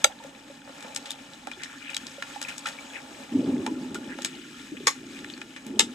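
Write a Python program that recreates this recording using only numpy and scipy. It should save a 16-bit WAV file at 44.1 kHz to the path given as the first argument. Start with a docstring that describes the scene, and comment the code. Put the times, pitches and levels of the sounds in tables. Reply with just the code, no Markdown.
"""Swimmers with fins chase a puck over a pool floor, heard under water on the two microphones of a
camera in a watertight housing. All round, kicks hum and churned water fizzes with small bubbles.
Hard blows close by and lighter clicks arrive smeared by floor and surface. Past halfway, a gush of
large bubbles gurgles up right by the camera. The walls of the housing colour the sound."""
import sys
import numpy as np
from scipy import signal
from scipy.fft import rfft, irfft, next_fast_len
from scipy.io import wavfile
from scipy.ndimage import uniform_filter1d

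SR = 44100
rng = np.random.default_rng(int(sys.argv[2]) if len(sys.argv) > 2 else 0)


def waveform_to_disk(signal):
    """Save audio, clipped to [-1, 1], as 16-bit WAV at the path in sys.argv[1]."""
    frames = np.transpose(np.atleast_2d(signal))
    scaled = np.clip(frames, -1, 1) * 32767
    samples = np.round(scaled).astype(np.int16)
    wavfile.write(sys.argv[1], SR, samples)


N = 261954
TIME = np.arange(N) / SR
FFT_SIZE = next_fast_len(N + SR // 2, True)
FREQ = np.maximum(np.arange(FFT_SIZE // 2 + 1) * SR / FFT_SIZE, 1)
LEFT_RIGHT = np.array([[1], [-1]])
FORERUNNER_S = .003  # sound through the floor arrives this much early


def undb(db):
    """Decibels to gain."""
    return 10 ** (np.asarray(db) / 20)


def unit(x):
    """Scale to rms 1."""
    return x / np.sqrt(np.mean(x ** 2) + 1e-20)


def fade(t, t60):
    """Exponential decay that starts at t = 0."""
    return (t >= 0) * np.exp(-np.log(1000) * np.maximum(t, 0) / t60)


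def add(out, s, x):
    """Mix x into out from time s."""
    i = max(int(s * SR), 0)
    part = out[..., i:i + x.shape[-1]]
    part += x[..., :part.shape[-1]]


def band(x, lo_hz, hi_hz, order=4):
    """Causal band-pass."""
    sos = signal.butter(order, [lo_hz, min(hi_hz, .45 * SR)], "band", fs=SR, output="sos")
    return signal.sosfilt(sos, x)


def across(points):
    """Join (frequency [Hz], value) points on a log-frequency axis."""
    hz, value = np.transpose(points)
    return np.interp(np.log(FREQ), np.log(hz), value)


def shape(x, gain):
    """Filter by a gain for each frequency."""
    return irfft(rfft(x, FFT_SIZE) * gain, FFT_SIZE)[..., :N]


def even(x, span_s):
    """Keep the quick throbs of a cloud and level its slow swells."""
    return x / np.sqrt(uniform_filter1d(np.mean(x ** 2, axis=0), int(span_s * SR)) + 1e-9)


def loudness(x, db):
    """Give a short sound the energy of a fiftieth of a second at this level."""
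    return x * undb(db) / np.sqrt(np.sum(x ** 2) / (2 * SR / 50))


def minimum_phase(gain):
    """Turn a gain curve into a response that rings only after the blow."""
    cepstrum = irfft(np.log(gain), FFT_SIZE)
    fold = np.where(np.arange(FFT_SIZE) < FFT_SIZE // 2, 2, 0)
    fold[0] = 1
    return np.exp(rfft(cepstrum * fold))


# How far the left microphone leads the right: (frequency [Hz], phase [rad])
MIC_LEAD = [(250, 0.078), (600, 0.048), (1400, -0.063), (2300, 0.88), (3200, -0.31), (9000, -1.68)]


def resonances(modes, valley_db):
    """Response of a set of modes at the two microphones, with a flat floor between the peaks."""
    power = undb(2 * valley_db)
    for hz, width, left_db, right_db in modes:
        detuning = (FREQ - hz) / (0.51 * width)
        power = power + undb([[2 * left_db], [2 * right_db]]) / (1 + detuning ** 2) ** 2
    return minimum_phase(np.sqrt(power)) * np.exp(.5j * across(MIC_LEAD) * LEFT_RIGHT)


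# Wall modes around the microphones: (frequency [Hz], width [Hz], left level [dB], right level [dB])
HOUSING_MODES = [(250, 140, -2, -3.5), (548, 93, -2, -1), (670, 110, -4, -40), (825, 81, -57, 1),
                 (861, 120, -4.5, -1), (1300, 520, -9, -7.5), (1399, 38, -3.5, 1), (1570, 310, -11.5, -40),
                 (1749, 305, -4.5, -0.5), (2160, 350, -8, -6.5), (2421, 314, 0, -13),
                 (2914, 140, -1.5, -30), (3504, 1260, -5, -10), (3975, 120, -9, -3), (4960, 720, -41, -7),
                 (5414, 340, -5, -37), (6530, 690, -7.5, -6.5), (6880, 280, -7, -38),
                 (7906, 660, -2.5, -14), (8670, 5400, -13, -19), (11650, 10000, -65, -68)]


def housing():
    """The walls of the housing pass sound from the water best at their resonances."""
    return resonances(HOUSING_MODES, valley_db=-40)


def bubble(hz, t60, glide, onset_cycles=0.68):
    """A bubble rings like a spring, and its pitch climbs as it rises."""
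    t = np.arange(int(t60 * SR) + 2) / SR
    phase = 2 * np.pi * hz * t * (1 + glide * t / t60 / 2)
    return np.sin(phase) * fade(t, t60) * (1 - np.exp(-t * hz / onset_cycles))


def swarm(lo_hz, hi_hz, cycles, scatter_db, spread, count):
    """Bubbles of random size, time and place, each ringing for about this many cycles."""
    out = np.zeros((2, N))
    for when, pitch, rank, life, side in rng.random((count, 5)):
        hz = lo_hz * (hi_hz / lo_hz) ** pitch
        gain = undb(-scatter_db * np.log(rank + 0.067)) * hz / hi_hz
        pan = 1 + spread * (2 * side - 1) * LEFT_RIGHT
        add(out, when * N / SR, gain * pan * bubble(hz, cycles * (.5 + life) / hz, glide=0.22))
    return unit(out)


# Hum from far across the pool, as heard in the housing: (frequency [Hz], level [dB])
WASH_SPECTRUM = [(13, -58), (22, -24), (65, -19.5), (124, -18), (144, -10), (184, -14.5), (268, -1.5),
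                 (282, -1), (308, -9.5), (428, -24), (450, -22), (580, -74), (990, -120)]


def distant_wash(level_db=-51, stereo_width=0.17, blub_db=-4):
    """Distant kicks and soft blubs keep the lowest resonance of the housing humming."""
    colour = undb(across(WASH_SPECTRUM))
    noise = rng.standard_normal((3, N))
    blubs = swarm(174, 455, cycles=16, scatter_db=-0.5, spread=.1, count=120)
    hum = shape(noise[0] + stereo_width * noise[1:], colour)
    water = unit(hum) + undb(blub_db) * unit(shape(blubs, colour))
    return even(water, span_s=0.39) * undb(level_db)


# Diffuse hiss from all round the pool: (frequency [Hz], level [dB])
HISS_SPECTRUM = [(400, 7.5), (1000, -9.5), (2000, -0.5), (3500, -3), (6000, -5.5), (9000, -26),
                 (14000, -15)]
# Borders of the slosh, bubbling and fizz bands: (frequency [Hz])
WATER_BAND_EDGES = [430, 1100, 3000, 15000]
# Low sloshing around the camera: (time [s], level [dB])
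SLOSH_LEVELS = [(0, -50), (0.55, -56), (0.92, -50.5), (1.3, -55), (1.8, -59.5), (2.25, -55), (2.85, -49.5),
                (3.3, -50), (3.53, -44.5), (3.72, -52.5), (4.05, -51.5), (4.4, -65.5), (5.6, -57.5),
                (5.74, -50), (5.94, -58)]
# How hard the fins churn the water, near and far: (time [s], level [dB])
FIN_EFFORT = [(0.0, -48), (0.13, -50.5), (0.46, -53), (0.68, -51.5), (0.96, -50), (1.32, -51.5),
              (1.52, -51), (1.74, -49), (2.15, -48), (2.46, -45), (3.19, -48), (3.97, -51), (4.32, -47),
              (4.48, -48.5), (5.84, -52), (5.94, -49.5)]


def fin_churn(walls, bubbling_db=-3, fizz_db=-3, hiss_db=-8, near_db=-9, throb_db=1.28, throb_hz=9):
    """Fins beat air into the water in uneven throbs: near bubbles in the blur of countless far ones."""
    far = rng.standard_normal((4, N))
    near = swarm(430, 7000, cycles=20, scatter_db=3, spread=.6, count=5000) * undb(near_db)
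    water = unit(shape(near + unit(far[0] + far[1:3]), walls))
    # echoes from all round fill the gaps between the resonances
    water = water + undb(hiss_db) * unit(shape(far[3], undb(across(HISS_SPECTRUM))))
    slosh = np.interp(TIME, *np.transpose(SLOSH_LEVELS))
    effort = np.interp(TIME, *np.transpose(FIN_EFFORT))
    throb = throb_db * unit(shape(rng.standard_normal(N), 1 / (1 + (FREQ / throb_hz) ** 4)))
    bands = zip(WATER_BAND_EDGES, WATER_BAND_EDGES[1:], (slosh, effort + bubbling_db, effort + fizz_db))
    return sum(unit(band(water, lo, hi)) * undb(db + throb) for lo, hi, db in bands)


def stray_pops(walls, level_db=-57, echo_db=-4, echo_t60=0.066):
    """Stray bubbles pop here and there with a short echo, louder when the fins work harder."""
    pops = swarm(800, 4500, cycles=20, scatter_db=2.5, spread=.6, count=350)
    t = np.arange(SR // 10) / SR
    echo = rng.standard_normal(len(t)) * fade(t, echo_t60)
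    pops = pops + undb(echo_db) * unit(signal.fftconvolve(pops, echo[None], axes=1)[:, :N])
    stirring = undb(np.interp(TIME, *np.transpose(FIN_EFFORT)))
    return unit(shape(pops, np.sqrt(np.abs(walls))) * stirring) * undb(level_db)


def shallow_water(response, lag_s=0.002836, corner_hz=800):
    """Impulse response after shallow water, which carries the low notes more slowly."""
    dispersion = np.exp(-2j * np.pi * lag_s * corner_hz * np.arctan(FREQ / corner_hz))
    return np.roll(irfft(response * dispersion, FFT_SIZE), 16, axis=1)[:, :SR // 20]


def burst_paths(t60, tail_db, tail_t60, rebound_s, rebound_db, forerunner_db=-15, stereo_width=0.87):
    """A burst by many paths: a forerunner through the floor, direct sound, a rebound, the pool's tail."""
    t = np.arange(SR // 5) / SR - FORERUNNER_S
    forerunner = undb(forerunner_db) * (t < 0) * (1 + t / FORERUNNER_S)
    rebound = undb(rebound_db) * fade(t - rebound_s, 0.03)
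    tail = undb(tail_db) * fade(t, tail_t60)
    envelope = uniform_filter1d(forerunner + fade(t, t60) + rebound + tail, size=40)
    noise = rng.standard_normal((3, len(t)))
    spectrum = rfft((noise[0] + stereo_width * noise[1:]) * envelope)
    # a sharp onset feeds all frequencies alike
    return irfft(spectrum / np.sqrt(uniform_filter1d(np.abs(spectrum) ** 2, size=90, axis=1)), len(t))


# The ring of each blow at the microphones:
# (frequency [Hz], width [Hz], left level [dB], right level [dB])
HOLLOW_MODES = [(254, 30, -23, -22), (573, 64, -0.5, 0), (830, 63, -3, 2.5), (1366, 120, 1, -2.5),
                (1845, 52, -6, -1), (2250, 240, -1.5, -6), (2720, 100, -3.5, -26), (3450, 560, -5, -5),
                (3840, 210, -1.5, -10), (4750, 200, -8, -5), (6330, 720, -5.5, -5), (7800, 920, -6, -16),
                (10400, 6000, -21.5, -33)]
WOODY_MODES = [(464, 170, -13, -11.5), (900, 160, -17, -7), (1140, 84, -3, 1), (1660, 440, -11, -10),
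               (1970, 470, -35, -6), (2160, 760, -4.5, -35), (3490, 610, -8.5, -13), (4180, 95, -8, -11.5),
               (4880, 130, -35, -3), (5450, 460, -5, -15), (6630, 580, -5, -7), (7600, 2300, -10.5, -22),
               (10600, 2300, -20.5, -37)]
BRIGHT_MODES = [(340, 70, -13, -13), (483, 70, -14.5, -13), (872, 61, -15, -6), (1300, 180, -14, -11.5),
                (1730, 150, -13, -10), (2110, 85, -7, -8), (2760, 640, -5, -13), (3670, 700, -4, -37),
                (3820, 640, -38, -5.5), (5200, 1050, -12, -7), (6470, 330, -5.5, -11),
                (7500, 1100, -6, -15), (9400, 4300, -19.5, -35)]
# Stick on puck, close by on the pool floor: (time [s], level [dB], contact t60 [s], tail level [dB],
# tail t60 [s], rebound delay [s], rebound level [dB])
PUCK_BLOWS = [(0.0431, -12.5, 0.011, -21.5, 0.1, 0.0064, -40),
              (4.8705, -15.5, 0.0037, -16.5, 0.14, 0.0064, -15),
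              (5.7939, -13.5, 0.0073, -17.5, 0.14, 0.0095, -16)]


def puck_blows():
    """Three hard blows of stick and puck close by; each sets other modes ringing."""
    out = np.zeros((2, N))
    for (s, db, *decay), modes in zip(PUCK_BLOWS, (HOLLOW_MODES, WOODY_MODES, BRIGHT_MODES)):
        # water damps every mode quickly, which widens it
        damped = [(hz, max(width, 75 + .045 * hz), left, right) for hz, width, left, right in modes]
        ring = shallow_water(resonances(damped, valley_db=-42))
        blow = signal.fftconvolve(burst_paths(*decay), ring, axes=1)
        add(out, s - FORERUNNER_S, loudness(blow, db))
    return out


# Short pitched rings close to the microphones: (time [s], pitch [Hz], level [dB])
NEAR_RINGS = [(0.098, 780, -33), (0.202, 912, -34.5), (0.247, 542, -31.5), (0.4996, 560, -33),
              (1.1057, 3630, -20), (1.4712, 766, -28.5), (1.5145, 2410, -27), (1.5347, 3430, -26.5),
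              (1.572, 360, -35), (1.945, 3800, -19), (1.9664, 3250, -17), (2.032, 242, -31),
              (2.182, 546, -31.5), (2.223, 1387, -22), (2.361, 822, -25.5), (2.449, 2500, -23),
              (2.656, 1330, -22.5), (2.668, 1560, -31), (2.68, 1900, -32), (2.787, 2290, -26.5),
              (2.958, 2040, -30.5), (3.6632, 857, -22.5), (3.676, 977, -26.5), (3.956, 1412, -23.5),
              (4.719, 301, -22), (4.804, 395, -26), (5.3, 3490, -28), (5.338, 4380, -25),
              (5.4147, 2480, -30)]


def plops_and_rings(walls, gain_db=-2, longest_t60=0.066, knee_hz=2180, echo_db=-9, echo_t60=0.13):
    """Plops of single bubbles and the bright ring of sharp clicks, blurred by echoes."""
    out, t = np.zeros((2, N)), np.arange(SR // 10) / SR
    for s, hz, db in NEAR_RINGS:
        paths = rng.standard_normal((2, len(t))) * fade(t, echo_t60)
        paths *= undb(echo_db) / np.sqrt(np.sum(paths ** 2) / 2)
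        paths[:, 0] += 1  # the direct sound
        t60 = longest_t60 / (1 + (hz / knee_hz) ** 2)  # high rings die sooner
        tone = signal.fftconvolve(bubble(hz, t60, glide=0.036)[None], paths, axes=1)
        pan = unit(np.abs(walls[:, [np.searchsorted(FREQ, hz)]]))  # the housing steers each pitch
        add(out, s, tone * pan * undb(gain_db + db))
    return out


# Fin strokes around the camera: (crest time [s], half length [s], pitch [Hz], level [dB])
FIN_STROKES = [(0.114, 0.01, 800, -46.5), (0.25, 0.019, 710, -57.5), (0.81, 0.034, 2530, -49),
               (0.863, 0.04, 1000, -56), (1.108, 0.025, 3230, -44.5), (1.632, 0.025, 1900, -40.5),
               (1.731, 0.031, 1690, -43.5), (1.9, 0.052, 2480, -39.5), (2.498, 0.024, 2430, -37.5),
               (2.672, 0.0096, 1570, -38), (2.705, 0.11, 1300, -62), (2.89, 0.035, 6900, -54),
               (2.966, 0.019, 2270, -38.5), (4.12, 0.022, 1700, -40.5), (4.34, 0.1, 3000, -49.5),
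               (4.771, 0.0043, 2780, -37.5), (5.175, 0.016, 2370, -46)]


def fin_strokes(walls, blur_db=-4, width_hz=1240):
    """Each fin stroke sheds a short rush of like-sized bubbles."""
    cloud = swarm(830, 4100, cycles=16.6, scatter_db=0, spread=1.0, count=4500)
    cloud = shape(cloud + undb(blur_db) * rng.standard_normal(N), walls)
    out = np.zeros((2, N))
    for crest, half, hz, db in FIN_STROKES:
        rush = unit(shape(cloud, 1 / (1 + (2 * (FREQ - hz) / width_hz) ** 2)))
        out += rush * undb(db) * np.exp(-((TIME - crest) / half) ** 2 / 2)
    return out


# Light knocks, clicks, narrow bubble pings and a short bubbly burst, near and far:
# (time [s], level [dB], centre [Hz], width [octaves], tail level [dB])
KNOCKS_AND_PINGS = [(0.6744, -45, 503, 1.5, 0), (0.6924, -47, 510, 1.3, -30),
                    (0.806, -47.5, 2370, 4.5, -27), (0.8254, -44.5, 2960, 4.1, -13),
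                    (0.844, -41.0, 497, 1.6, 0), (0.9474, -42, 7100, 1.3, -22),
                    (0.9616, -29.5, 5460, 1.5, -26), (1.0564, -39.5, 3270, 1.4, -2),
                    (1.1061, -37, 6340, 2, -40), (1.1154, -39.5, 4570, 0.61, -26),
                    (1.334, -48, 3850, 0.51, -22), (1.4709, -36.5, 800, 1.8, -40),
                    (1.5147, -41.0, 2030, 2, -15), (1.6194, -47, 2550, 1.5, -18),
                    (1.6344, -35, 4000, 1.5, -15), (1.9004, -42.5, 2370, 4.8, -4),
                    (1.9457, -36.0, 4300, 0.61, -45), (1.9664, -30, 4300, 1.05, -38),
                    (2.0674, -39.5, 4650, 0.56, -27), (2.2241, -33, 1800, 1.16, -28),
                    (2.4149, -34.5, 4540, 5.9, -16), (2.4264, -36, 5160, 0.97, -28),
                    (2.485, -38, 2930, 5.7, 0), (2.5804, -37.5, 6260, 1.1, -25),
                    (2.6574, -30.5, 1980, 1.5, 0), (2.6684, -33.5, 2400, 4.7, 4),
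                    (2.6864, -38.5, 2980, 4.1, -16), (3.6638, -31.5, 540, 5.2, -29),
                    (3.9442, -36, 840, 9, -2), (4.1864, -38, 716, 1.3, -24), (4.22, -38, 5360, 1.4, -23),
                    (4.2472, -26, 5100, 1.95, -17.5), (5.1894, -46.5, 2590, 0.89, -35),
                    (5.2442, -39.5, 1900, 0.6, -35), (5.3004, -45, 3170, 0.48, -26),
                    (5.3768, -48.0, 1630, 2.3, -29), (5.4151, -39, 1920, 1.15, -29),
                    (5.5624, -40, 2070, 1, -6), (5.6658, -47, 9030, 3.3, -40)]


def knocks_and_pings(walls, gain_db=-0.2, edge_hz=10000):
    """Knocks, clicks, bubble pings and a bubbly burst each ring their own band of the housing modes."""
    out, ring = np.zeros((2, N)), shallow_water(walls)
    highpass = signal.butter(2, edge_hz, "high", fs=SR, output="sos")
    for s, db, hz, octaves, tail_db in KNOCKS_AND_PINGS:
        direct_t60 = 0.0094 * (3000 / hz) ** 0.24  # brighter sounds are shorter
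        paths = burst_paths(direct_t60, tail_db, tail_t60=0.12, rebound_s=0.0086, rebound_db=-19,
                            forerunner_db=-17, stereo_width=0.58)
        reach = 2 ** (octaves / 2)
        burst = band(signal.fftconvolve(paths, ring, axes=1), hz / reach, hz * reach, order=1)
        # the nearer a sound, the less pool tail it has and the more of its sharp edge is left
        edge_db = -9 - 0.5 * min(tail_db, -20)
        burst = burst + (undb(edge_db) - 1) * signal.sosfiltfilt(highpass, burst)
        add(out, s - FORERUNNER_S, loudness(burst, gain_db + db))
    return out


def gush_envelope(start, attack, hold, t60):
    """A rush of air or water opens, holds and dies away."""
    opening = np.clip((TIME - start) / attack, 0, 1)
    return opening * fade(np.maximum(TIME - start - attack - hold, 0), t60)


# Large bubbles in turbulent water, as heard in the housing: (frequency [Hz], level [dB])
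GURGLE_SPECTRUM = [(18, -80), (30, -44), (69, -26), (97, -20), (125, -19), (178, -19), (264, 0.5),
                   (297, -6.5), (357, -8.5), (441, -19), (504, -25.5), (655, -28.5), (700, -27), (910, -62),
                   (1540, -120)]
# Gushes close to the camera: (time [s], attack [s], hold [s], release t60 [s], level [dB])
NEAR_GUSHES = [(3.017, 0.02, 0.2, 0.33, -49.5), (3.323, 0.014, 0.26, 3.03, -29),
               (4.713, 0.014, 0.12, 0.2, -44), (4.94, 0.032, 0.36, 1.4, -44.5),
               (5.622, 0.095, 0.095, 1, -34.5)]


def gurgle(gain_db=-1, flow_db=-3):
    """With each gush a cloud of large bubbles rises in turbulent water."""
    cloud = swarm(142.6, 652, cycles=17.8, scatter_db=3.0, spread=0.21, count=1500)
    flow = unit(band(rng.standard_normal(N), 38, 634))
    water = shape(cloud + undb(flow_db) * flow, undb(across(GURGLE_SPECTRUM)))
    envelope = sum(undb(gain_db + db) * gush_envelope(*timing) for *timing, db in NEAR_GUSHES)
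    return even(water, span_s=0.039) * envelope


# Large pockets of air right by the housing: (crest time [s], level [dB], swell time [s])
AIR_POCKETS = [(3.326, -22, 0.0031), (3.359, -11.5, 0.0052), (3.393, -17.5, 0.0042), (3.407, -21, 0.004),
               (3.479, -20, 0.0016), (3.496, -20, 0.01), (3.545, -18, 0.0059), (3.575, -24.5, 0.0045),
               (3.651, -23, 0.004), (3.725, -24.5, 0.0051)]


def glugs(pitch_hz=268.2, decay_ratio=0.73, surge_db=-38, rumble_db=-3, gush_db=-4):
    """Air pockets swell and break off, shoving water aside with a rumble and a gush of smaller bubbles."""
    rumble = even(band(rng.standard_normal((1, N)), 99, 250), span_s=0.026)
    gush = even(swarm(319, 627, cycles=15, scatter_db=4, spread=0.16, count=900), span_s=0.026)
    surge = undb(surge_db) * gush_envelope(start=3.32, attack=0.043, hold=0.18, t60=0.12)
    out = (rumble * undb(rumble_db) + gush * undb(gush_db)) * surge
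    t = np.arange(-SR // 20, SR // 10) / SR
    for crest, db, swell in AIR_POCKETS:
        envelope = 1 / np.cosh(t / np.where(t < 0, swell, swell * decay_ratio))
        add(out, crest + t[0], undb(db) * envelope * np.sin(2 * np.pi * pitch_hz * (crest + t)))
    return out


def scene():
    """The game and the stirred water at the two microphones in the housing."""
    walls = housing()
    short_sounds = puck_blows() + knocks_and_pings(walls) + plops_and_rings(walls)
    small_bubbles = fin_churn(walls) + fin_strokes(walls) + stray_pops(walls)
    return short_sounds + small_bubbles + distant_wash() + gurgle() + glugs()


def record(dry, top_hz=14350):
    """The camera clips at full scale and cuts the top of the treble."""
    lowpass = signal.ellip(8, .2, 70, top_hz, fs=SR, output="sos")
    return signal.sosfilt(lowpass, np.clip(dry, -1, 1))


dry = scene()
out = record(dry)
waveform_to_disk(out)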